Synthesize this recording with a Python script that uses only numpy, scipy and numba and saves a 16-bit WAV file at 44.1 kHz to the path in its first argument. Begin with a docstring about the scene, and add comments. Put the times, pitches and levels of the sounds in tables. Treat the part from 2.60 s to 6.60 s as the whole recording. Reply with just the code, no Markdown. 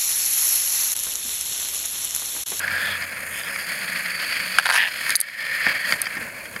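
"""Roller skis glide on a paved path: asphalt grit drums the wheels and rings the shafts, over a low hum.
Stones knock the wheels. A pole is planted, skips and chatters over the tarmac, and its hard tip ticks.
Then the skis knock over the edge of the road and rattle onto grass, which thumps the wheels.
The close microphone's limiter ducks after the sharpest ticks."""
import sys
import numpy as np
from scipy import signal
from scipy.fft import rfft, irfft
from scipy.io import wavfile
from scipy.ndimage import uniform_filter1d, minimum_filter1d, map_coordinates
from numba import njit

SR = 44100
rng = np.random.default_rng(int(sys.argv[2]) if len(sys.argv) > 2 else 0)


def transcribe(signal):
    """Save signal, clipped to [-1, 1], as a 16-bit WAV file at the path in sys.argv[1]."""
    frames = np.atleast_2d(signal).T
    limited = np.clip(frames, -1, 1)
    pcm = np.round(limited * 32767).astype(np.int16)
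    wavfile.write(sys.argv[1], SR, pcm)


N = 176400

# Rolling levels. Each row: time in seconds, then rumble, shaft ring, upper ring and hiss in dB.
ROLL_LEVELS = [(0, -39, -31, -38.5, -43.5), (0.2, -39.5, -27.5, -33, -38), (0.31, -40.5, -30, -39.5, -41),
               (0.37, -44, -29, -40, -39), (0.52, -43, -32.5, -43.0, -43), (0.62, -43, -32.5, -44, -41),
               (0.76, -42.5, -30, -45.5, -35.0), (0.88, -41.5, -31.5, -49, -39.0),
               (1.0, -41.5, -27.5, -36, -37.5), (1.2, -42, -29.5, -38.5, -38),
               (1.5, -42.5, -27.5, -36.5, -39), (1.93, -42, -28.5, -33.5, -37),
               (2.35, -46, -31.5, -36, -41.5), (2.42, -42.5, -30.0, -35, -38),
               (2.48, -42, -24.5, -32.5, -35), (2.66, -45.5, -33.5, -37, -41.5),
               (2.85, -42.5, -30, -35, -42), (3.0, -45.5, -28.5, -38, -40.5),
               (3.12, -36, -24.5, -33.5, -41), (3.24, -45, -31.5, -41, -42), (3.31, -35, -25, -33, -31.5),
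               (3.38, -41.5, -33.5, -44, -42.5), (3.5, -45, -32.5, -43, -45.5), (3.6, -41.5, -33, -47, -42),
               (3.72, -43.5, -37.5, -51.5, -47.5), (3.91, -45.5, -40, -49.5, -45),
               (3.99, -44, -35.5, -46, -45.0)]
# Spectra of those four parts. Each row: frequency in Hz, gain in dB.
RUMBLE_SPECTRUM = [(25, -45), (50, -7), (110, -3.5), (170, -0.5), (260, -2), (400, -8.5), (560, 4),
                   (680, 0.5), (800, -4.5), (1050, 0), (1400, -18.5)]
SHAFT_SPECTRUM = [(800, -40), (1150, -10.5), (1400, -4), (1650, -3.5), (1950, -6), (2250, 0), (2600, -4),
                  (2900, -14), (3500, -38)]
UPPER_SPECTRUM = [(2400, -24.5), (2950, -0.5), (3300, 2), (3800, -9.5), (4250, 3), (4550, 1), (5050, 1),
                  (5500, -15), (6300, -19.5)]
HISS_SPECTRUM = [(4500, -20), (5800, -18), (6300, -3), (6750, 2.5), (7200, -2.5), (7900, -7), (8600, 3),
                 (9600, 2), (11600, 5), (12500, -10), (13400, -1.5), (14800, -2.5), (16000, -30)]
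# Main shaft resonance, shifting with stance. Each row: time in seconds, frequency in Hz.
SHAFT_PITCH = [(0, 1730), (.33, 1770), (.6, 1820), (1.5, 1816), (2.3, 1824), (3.05, 1810), (4, 1700)]
# Resonances of a loaded ski. Each row: start and end in seconds, first and last centre in Hz,
# width in Hz, level in dB.
LOADED_RINGS = [(-.07, 0.297, 1550, 1710, 350, -26.5), (0.17, 0.38, 3410, 3390, 440, -36),
                (0.4, 0.34, 4850, 4860, 300, -39.5), (0.7, 0.903, 3100, 3390, 570, -39),
                (.72, 1.1, 5030, 4950, 520, -44.5), (0.96, 1.448, 4660, 4420, 230, -41.5),
                (1.47, 2.12, 4560, 4560, 140, -36), (1.6, 2.026, 2450, 2440, 590, -35),
                (0.5, 2, 9450, 9350, 560, -48), (2.5, 3.366, 1785, 1837, 190, -30),
                (2.5, 3.252, 2190, 2180, 350, -31.5), (3, 3.303, 3300, 3180, 260, -41.5),
                (3, 3.37, 4650, 4530, 420, -39), (3.4, 3.893, 2000, 2310, 310, -41.5),
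                (3.5, 3.946, 4400, 4510, 380, -53)]
# Low hum. Each row: time in seconds, frequency in Hz, level in dB.
HUM_TRACK = [(0, 92.5, -47.5), (.33, 90.2, -47.5), (.5, 86, -55), (.72, 86, -54), (.9, 85.6, -75)]
# Wheel drone. Each row: time in seconds, level in dB.
DRONE_LEVELS = [(0, -55.5), (1.05, -55), (1.3, -43.5), (1.5, -48.5), (1.72, -57), (1.9, -46.5), (2.1, -62)]
# Wheel knocks. Each row: start in seconds, ring peak in dB, relative thud in dB,
# upper-mode gain in dB, force decay in seconds.
WHEEL_KNOCKS = [(0.032, -23, -23, -12, .001), (0.079, -11.5, -25, -10, 0.0016),
                (.083, -17, -27, -4, 0.00059), (.18, -17, -20, 0, 0.00089), (.422, -16, -18, 4, 0.0068),
                (.835, -18, -22, -1, .002), (0.9608, -12.5, -32, -11, 0.002),
                (2.466, -12.5, -30, -4, 0.0015), (2.4944, -9, -26, -6, 0.0013),
                (3.0663, -4, -10.5, -12, 0.0016), (3.074, -9.5, -15, -10, 0.0013),
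                (3.309, -20, -8, 5, .003), (3.3235, -1.5, -20.5, 4.5, .0018), (3.3392, -10, -19, -8, .0015),
                (3.456, -18.5, -24, 4, .0053), (3.468, -13.5, -14, 1.5, 0.0041),
                (3.569, -16, -8, -7, 0.0073), (3.856, -24.5, -14, 3, .0037), (3.962, -18.5, -7, -2, 0.006)]
# Ski modes. Each row: frequency in Hz, level in dB, 60 dB decay time in seconds.
SKI_RESONANCES = [(1833, 0, 0.027), (2160, -1, 0.017), (3110, -8.5, 0.013), (4650, -14.5, .014),
                  (4760, -9.5, 0.011), (10600, -21, 0.0017)]
# Wheel thud. Each row: frequency in Hz, gain in dB.
THUD_SPECTRUM = [(50, -18), (110, -10), (200, 2), (330, 1), (650, -3.5), (1100, -0.5), (1800, 3),
                 (4000, -59)]
# Pole plant and skips. Each row: start in seconds, level in dB, force decay in seconds.
POLE_STRIKES = [(1.9858, 6, 0.0013), (1.9894, -6, 0.00089), (1.9971, -5, 0.00092), (2.0553, -10, .001),
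                (2.0581, -2, 0.00065), (2.0636, -7.5, 0.00051), (2.0659, -7, .0008), (2.0686, -7, 0.00087),
                (2.0906, -4.5, 0.00044), (2.0984, -6, 0.00046), (2.1005, -4.5, 0.0009),
                (2.1056, -5, 0.0014), (2.1126, -6.5, .0007), (2.123, -9, 0.0011), (2.127, -10, 0.00078),
                (2.1435, -7, 0.0011), (2.156, -5.5, 0.00061), (2.1606, -7.5, .0008), (2.181, -9, 0.00083),
                (2.1837, -5, 0.0011), (2.194, -10, .0006), (2.2037, -7, .0006), (2.2126, -10, 0.0011)]
# Tip chatter. Each row: time in seconds, level in dB, share of shaft ring from 0 to 1.
CHATTER_TRACK = [(2.119, -41, 0.06), (2.125, -23.5, 0), (2.15, -21, 0), (2.172, -20, 0.44),
                 (2.19, -17.5, 1), (2.22, -20, 0.99), (2.25, -21, 1), (2.285, -25, 0.97), (2.305, -56, 0.7)]
# Pole contact, pole shaft ring and tip scratch. Each row: frequency in Hz, gain in dB.
CONTACT_SPECTRUM = [(150, -48), (350, -28.5), (600, -7), (900, 0.5), (1250, 1), (1600, 11), (2100, -3.5),
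                    (2600, 0), (3200, -8.5), (4600, -7.5), (5800, -18.5), (7900, -19.5), (10000, -9.5),
                    (12500, -25), (14500, -28), (17000, -32)]
POLE_RING_SPECTRUM = [(200, -43), (500, -32), (900, -4), (1300, -21), (1750, 13), (2150, 0.5), (2600, 3.5),
                      (3300, -2), (4000, -15), (5000, -19), (7000, -40), (11000, -26), (16000, -33)]
SCRATCH_SPECTRUM = [(2000, -28), (3000, 2), (4000, -5), (4700, 1), (5600, -3), (6800, -4), (8000, -16),
                    (10000, -4), (11500, -4), (13000, -18), (16000, -24)]
# Tip ticks. Each row: start in seconds, tick peak in dB, relative clack in dB.
TIP_TICKS = [(2.4948, -10, -7), (2.505, -6.5, 0.5), (2.5546, 2.5, 4.5), (2.5594, 9, -19), (2.5654, 1, -11),
             (2.6015, -4, -26), (2.6037, 11.5, -19), (2.6123, 10.5, -12.5), (2.6143, 4, -15),
             (3.417, -6.5, -22), (3.4181, -4, -15)]
# Bright tick and lower clack. 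Each row: frequency in Hz, gain in dB.
TICK_SPECTRUM = [(1500, -46.5), (4000, -29), (6000, -14), (6480, -4.5), (7100, -19.5), (8600, -3),
                 (9100, 1.5), (9550, -2.5), (10150, 3), (10700, -2), (11300, 2.5), (12400, -14),
                 (15000, -16), (17000, -41.5)]
CLACK_SPECTRUM = [(400, -42.5), (1300, -34.5), (1900, -26), (3100, -15), (4100, -6.5), (4700, 4),
                  (5500, -12.5), (6400, 1), (7600, -19), (12000, -28)]
# Turf bumps. Each row: time in seconds, level in dB.
TURF_LEVELS = [(3.3, -73), (3.328, -40.5), (3.36, -64), (3.54, -63), (3.59, -41.5), (3.7, -50), (3.85, -53),
               (4, -42)]
# Wheels on turf. Each row: frequency in Hz, gain in dB.
TURF_SPECTRUM = [(25, -15), (50, -8), (110, 3), (170, -1.5), (250, 2), (380, -4), (520, -2), (900, -18),
                 (2000, -42)]

TIME_S = np.arange(N) / SR


def undb(db):
    """Decibels to gain."""
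    return 10 ** (np.asarray(db) / 20)


def unit(x):
    """Scale to rms 1."""
    return x / np.sqrt(np.mean(x ** 2))


def curve(table, column=1):
    """One table column, interpolated over time."""
    rows = np.array(table, float)
    return np.interp(TIME_S, rows[:, 0], rows[:, column])


def walk(rate_hz):
    """Random wander, rms 1."""
    knots = rng.standard_normal(N // 20)
    return unit(map_coordinates(knots, [TIME_S * rate_hz], order=1, mode="wrap"))


def colour(x, spectrum, size=2048):
    """Minimum-phase filter with the given spectrum."""
    hz, db = np.array(spectrum, float).T
    bins_hz = np.arange(size // 2 + 1) * SR / size
    gain = undb(np.interp(np.log(bins_hz + 1), np.log(hz), db))
    cepstrum = irfft(np.log(gain))
    cepstrum[1:size // 2] *= 2
    cepstrum[size // 2 + 1:] = 0
    impulse = irfft(np.exp(rfft(cepstrum)))
    return signal.fftconvolve(x, impulse)[:len(x)]


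@njit
def resonate(x, hz, width_hz):
    """State-variable band-pass with a moving centre."""
    y, band_state, low_state = np.empty(len(x)), 0., 0.
    for i in range(len(x)):
        g, damping = np.tan(np.pi * hz[i] / SR), width_hz / hz[i]
        band = (band_state + g * (x[i] - low_state)) / (1 + g * (g + damping))
        band_state = 2 * band - band_state
        low_state += 2 * g * band
        y[i] = damping * band
    return y


def narrow(x, hz, width_hz):
    """Two band-passes in series, rms 1."""
    centre_hz = np.full(N, hz, float)
    once = resonate(x, centre_hz, float(width_hz))
    return unit(resonate(once, centre_hz, float(width_hz)))


def crunch(decay_s, tail_s=0.0084, tail_db=-22, snap=0, size=4096):
    """Force of a gritty contact: optional snap, fast burst, faint tail."""
    t = np.arange(size) / SR
    envelope = np.exp(-t / decay_s) + undb(tail_db) * np.exp(-t / tail_s)
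    return snap * (t == 0) + rng.choice([-1., 1.], size) * envelope


def strike(force, spectrum):
    """A body's response to a force, peak 1."""
    response = colour(force, spectrum)
    return response / np.abs(response).max()


def add(out, start_s, sound):
    """Mix a sound in at its time."""
    i = max(int(start_s * SR), 0)
    out[i:i + len(sound)] += sound[:N - i]


def grit(spread_db, grains_per_s=5200):
    """Dense tiny impacts of asphalt grains, a few larger than the rest."""
    hits = (rng.random(N) < grains_per_s / SR) * rng.choice([-1., 1.], N)
    return hits * undb(spread_db * np.minimum(rng.exponential(size=N), 4))


def rolling(load_db, jolt_db):
    """Grit, pressed harder by each jolt, drives the ski's rumble, rings and hiss."""
    body = colour(grit(spread_db=2) * undb(load_db), SHAFT_SPECTRUM)
    resonance = narrow(body, curve(SHAFT_PITCH), width_hz=594)
    shaft = unit(body) + undb(-5) * resonance
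    rumble = colour(rng.standard_normal(N) * undb(0.6 * load_db), RUMBLE_SPECTRUM)
    upper = colour(grit(spread_db=2.5) * undb(1.33 * load_db), UPPER_SPECTRUM)
    crackle = unit(grit(spread_db=8)) + rng.standard_normal(N)
    hiss = colour(crackle * undb(0.6 * jolt_db), HISS_SPECTRUM)
    return sum(unit(part) * undb(curve(ROLL_LEVELS, column))
               for column, part in enumerate([rumble, shaft, upper, hiss], start=1))


def ski_rings(load_db, fade_s=0.051):
    """Resonances sing out while a ski carries the weight."""
    out = np.zeros(N)
    for start_s, end_s, from_hz, to_hz, width_hz, db in LOADED_RINGS:
        inside_s = np.minimum(TIME_S - start_s, end_s - TIME_S)
        swell = np.sqrt(np.clip(inside_s / fade_s, 0, 1))
        drive = rng.standard_normal(N) * undb(0.52 * load_db)
        centre_hz = np.interp(TIME_S, [start_s, end_s], [from_hz, to_hz])
        out += undb(db) * swell * narrow(drive, centre_hz, width_hz)
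    return out


def low_hum():
    """A wavering tone sags in pitch and fades early."""
    phase = 2 * np.pi * np.cumsum(curve(HUM_TRACK)) / SR
    level_db = curve(HUM_TRACK, column=2) + 1.7 * walk(rate_hz=13)
    return np.sqrt(2) * np.sin(phase) * undb(level_db)


def wheel_drone():
    """The wheels drone in a narrow band, swelling during the lunge."""
    return narrow(rng.standard_normal(N), hz=183.9, width_hz=18.6) * undb(curve(DRONE_LEVELS))


def wheel_knocks(upper_from_hz=2800, low_cut_hz=1200, thud_extra_s=0.0059):
    """Stones and the road's edge ring the ski's modes and thud through the wheels."""
    out = np.zeros(N)
    low_cut = signal.butter(3, low_cut_hz, "high", fs=SR, output="sos")
    for start_s, db, thud_db, upper_db, decay_s in WHEEL_KNOCKS:
        force = crunch(decay_s, snap=7)
        t = np.arange(len(force)) / SR
        modes = np.zeros(len(t))
        for hz, mode_db, t60_s in SKI_RESONANCES:
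            gain = undb(mode_db + upper_db * (hz > upper_from_hz))
            modes += gain * np.sin(2 * np.pi * hz * t) * undb(-60 * t / t60_s)
        ring = signal.sosfilt(low_cut, signal.fftconvolve(force, modes)[:len(t)])
        thud = strike(crunch(decay_s + thud_extra_s), THUD_SPECTRUM)
        add(out, start_s, undb(db) * (ring / np.abs(ring).max() + undb(thud_db) * thud))
    return out


def pole_strikes():
    """The pole lands and skips; late strikes ring its shaft more."""
    out = np.zeros(N)
    ring_share = curve(CHATTER_TRACK, column=2)
    for start_s, db, decay_s in POLE_STRIKES:
        force = crunch(decay_s, snap=3.4)
        share = ring_share[int(start_s * SR)]
        contact, ring = strike(force, CONTACT_SPECTRUM), strike(force, POLE_RING_SPECTRUM)
        add(out, start_s, undb(db) * ((1 - share) * contact + share * ring))
    return out


def pole_chatter(slips_per_s=215, jitter=0.3, spread_db=0.5, scratch_db=-5.5):
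    """The tip sticks and slips on asphalt; a bright scrape gives way to shaft ring."""
    start_s, end_s = CHATTER_TRACK[0][0], CHATTER_TRACK[-1][0]
    gap_draws, size_draws = rng.standard_normal((N // 1000, 2)).T
    times_s = start_s + np.cumsum(np.exp(jitter * gap_draws)) / slips_per_s
    slips = np.zeros(N)
    for time_s, slip_db in zip(times_s, spread_db * size_draws):
        force = crunch(decay_s=0.0006, tail_db=-17)
        if time_s < end_s:
            add(slips, time_s, undb(slip_db) * force)
    scratch = unit(colour(slips * rng.standard_normal(N), SCRATCH_SPECTRUM))
    scrape = unit(colour(slips, CONTACT_SPECTRUM)) + undb(scratch_db) * scratch
    ring = unit(colour(slips, POLE_RING_SPECTRUM))
    ring_share = curve(CHATTER_TRACK, column=2)
    chatter = np.sqrt(1 - ring_share) * scrape + np.sqrt(ring_share) * ring
    duty = (end_s - start_s) / (N / SR)  # refers the rms to the chatter's own span
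    return chatter * np.sqrt(duty) * undb(curve(CHATTER_TRACK))


def tip_ticks():
    """The hard tip snaps against stone; some hits also clack lower down."""
    out = np.zeros(N)
    for start_s, db, clack_db in TIP_TICKS:
        force = crunch(decay_s=0.00047, tail_s=0.0044, tail_db=-25)
        tick, clack = strike(force, TICK_SPECTRUM), strike(force, CLACK_SPECTRUM)
        add(out, start_s, undb(db) * (tick + undb(clack_db) * clack))
    return out


def turf_bumps(bump_db=3.5):
    """Off the road, lumpy ground thumps the wheels."""
    push = rng.standard_normal(N) * undb(bump_db * walk(rate_hz=35))
    return unit(colour(push, TURF_SPECTRUM)) * undb(curve(TURF_LEVELS))


def scene():
    """Skis and pole, mono; road jolts and slower sway vary the load on the skis."""
    jolt_db = 1.57 * walk(rate_hz=150)
    sway_db = 1.51 * walk(rate_hz=35)
    load_db = jolt_db + sway_db
    glide = rolling(load_db, jolt_db) + ski_rings(load_db) + low_hum() + wheel_drone()
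    pole = pole_strikes() + pole_chatter() + tip_ticks()
    bumps = wheel_knocks() + turf_bumps()
    return (glide + pole + bumps)[None]


def record(dry):
    """A treble-sensitive limiter clamps at once and recovers slowly; clipping and a low-pass follow."""
    threshold_db, release_db_per_s, treble_weight, top_hz = 4.5, 40, 0.94, 15700
    sensed = dry + treble_weight * np.diff(dry, axis=1, prepend=0)
    over_db = np.maximum(20 * np.log10(np.abs(sensed) + 1e-9) - threshold_db, 0)
    recovery_db = release_db_per_s * TIME_S
    duck_db = np.maximum.accumulate(over_db + recovery_db, axis=1) - recovery_db
    gain_db = uniform_filter1d(minimum_filter1d(-duck_db, size=16), size=16)
    clipped = np.clip(dry * undb(gain_db), -1, 1)
    low_pass = signal.ellip(8, 0.2, 70, top_hz, fs=SR, output="sos")
    return signal.sosfilt(low_pass, clipped)


dry = scene()
out = record(dry)
transcribe(out)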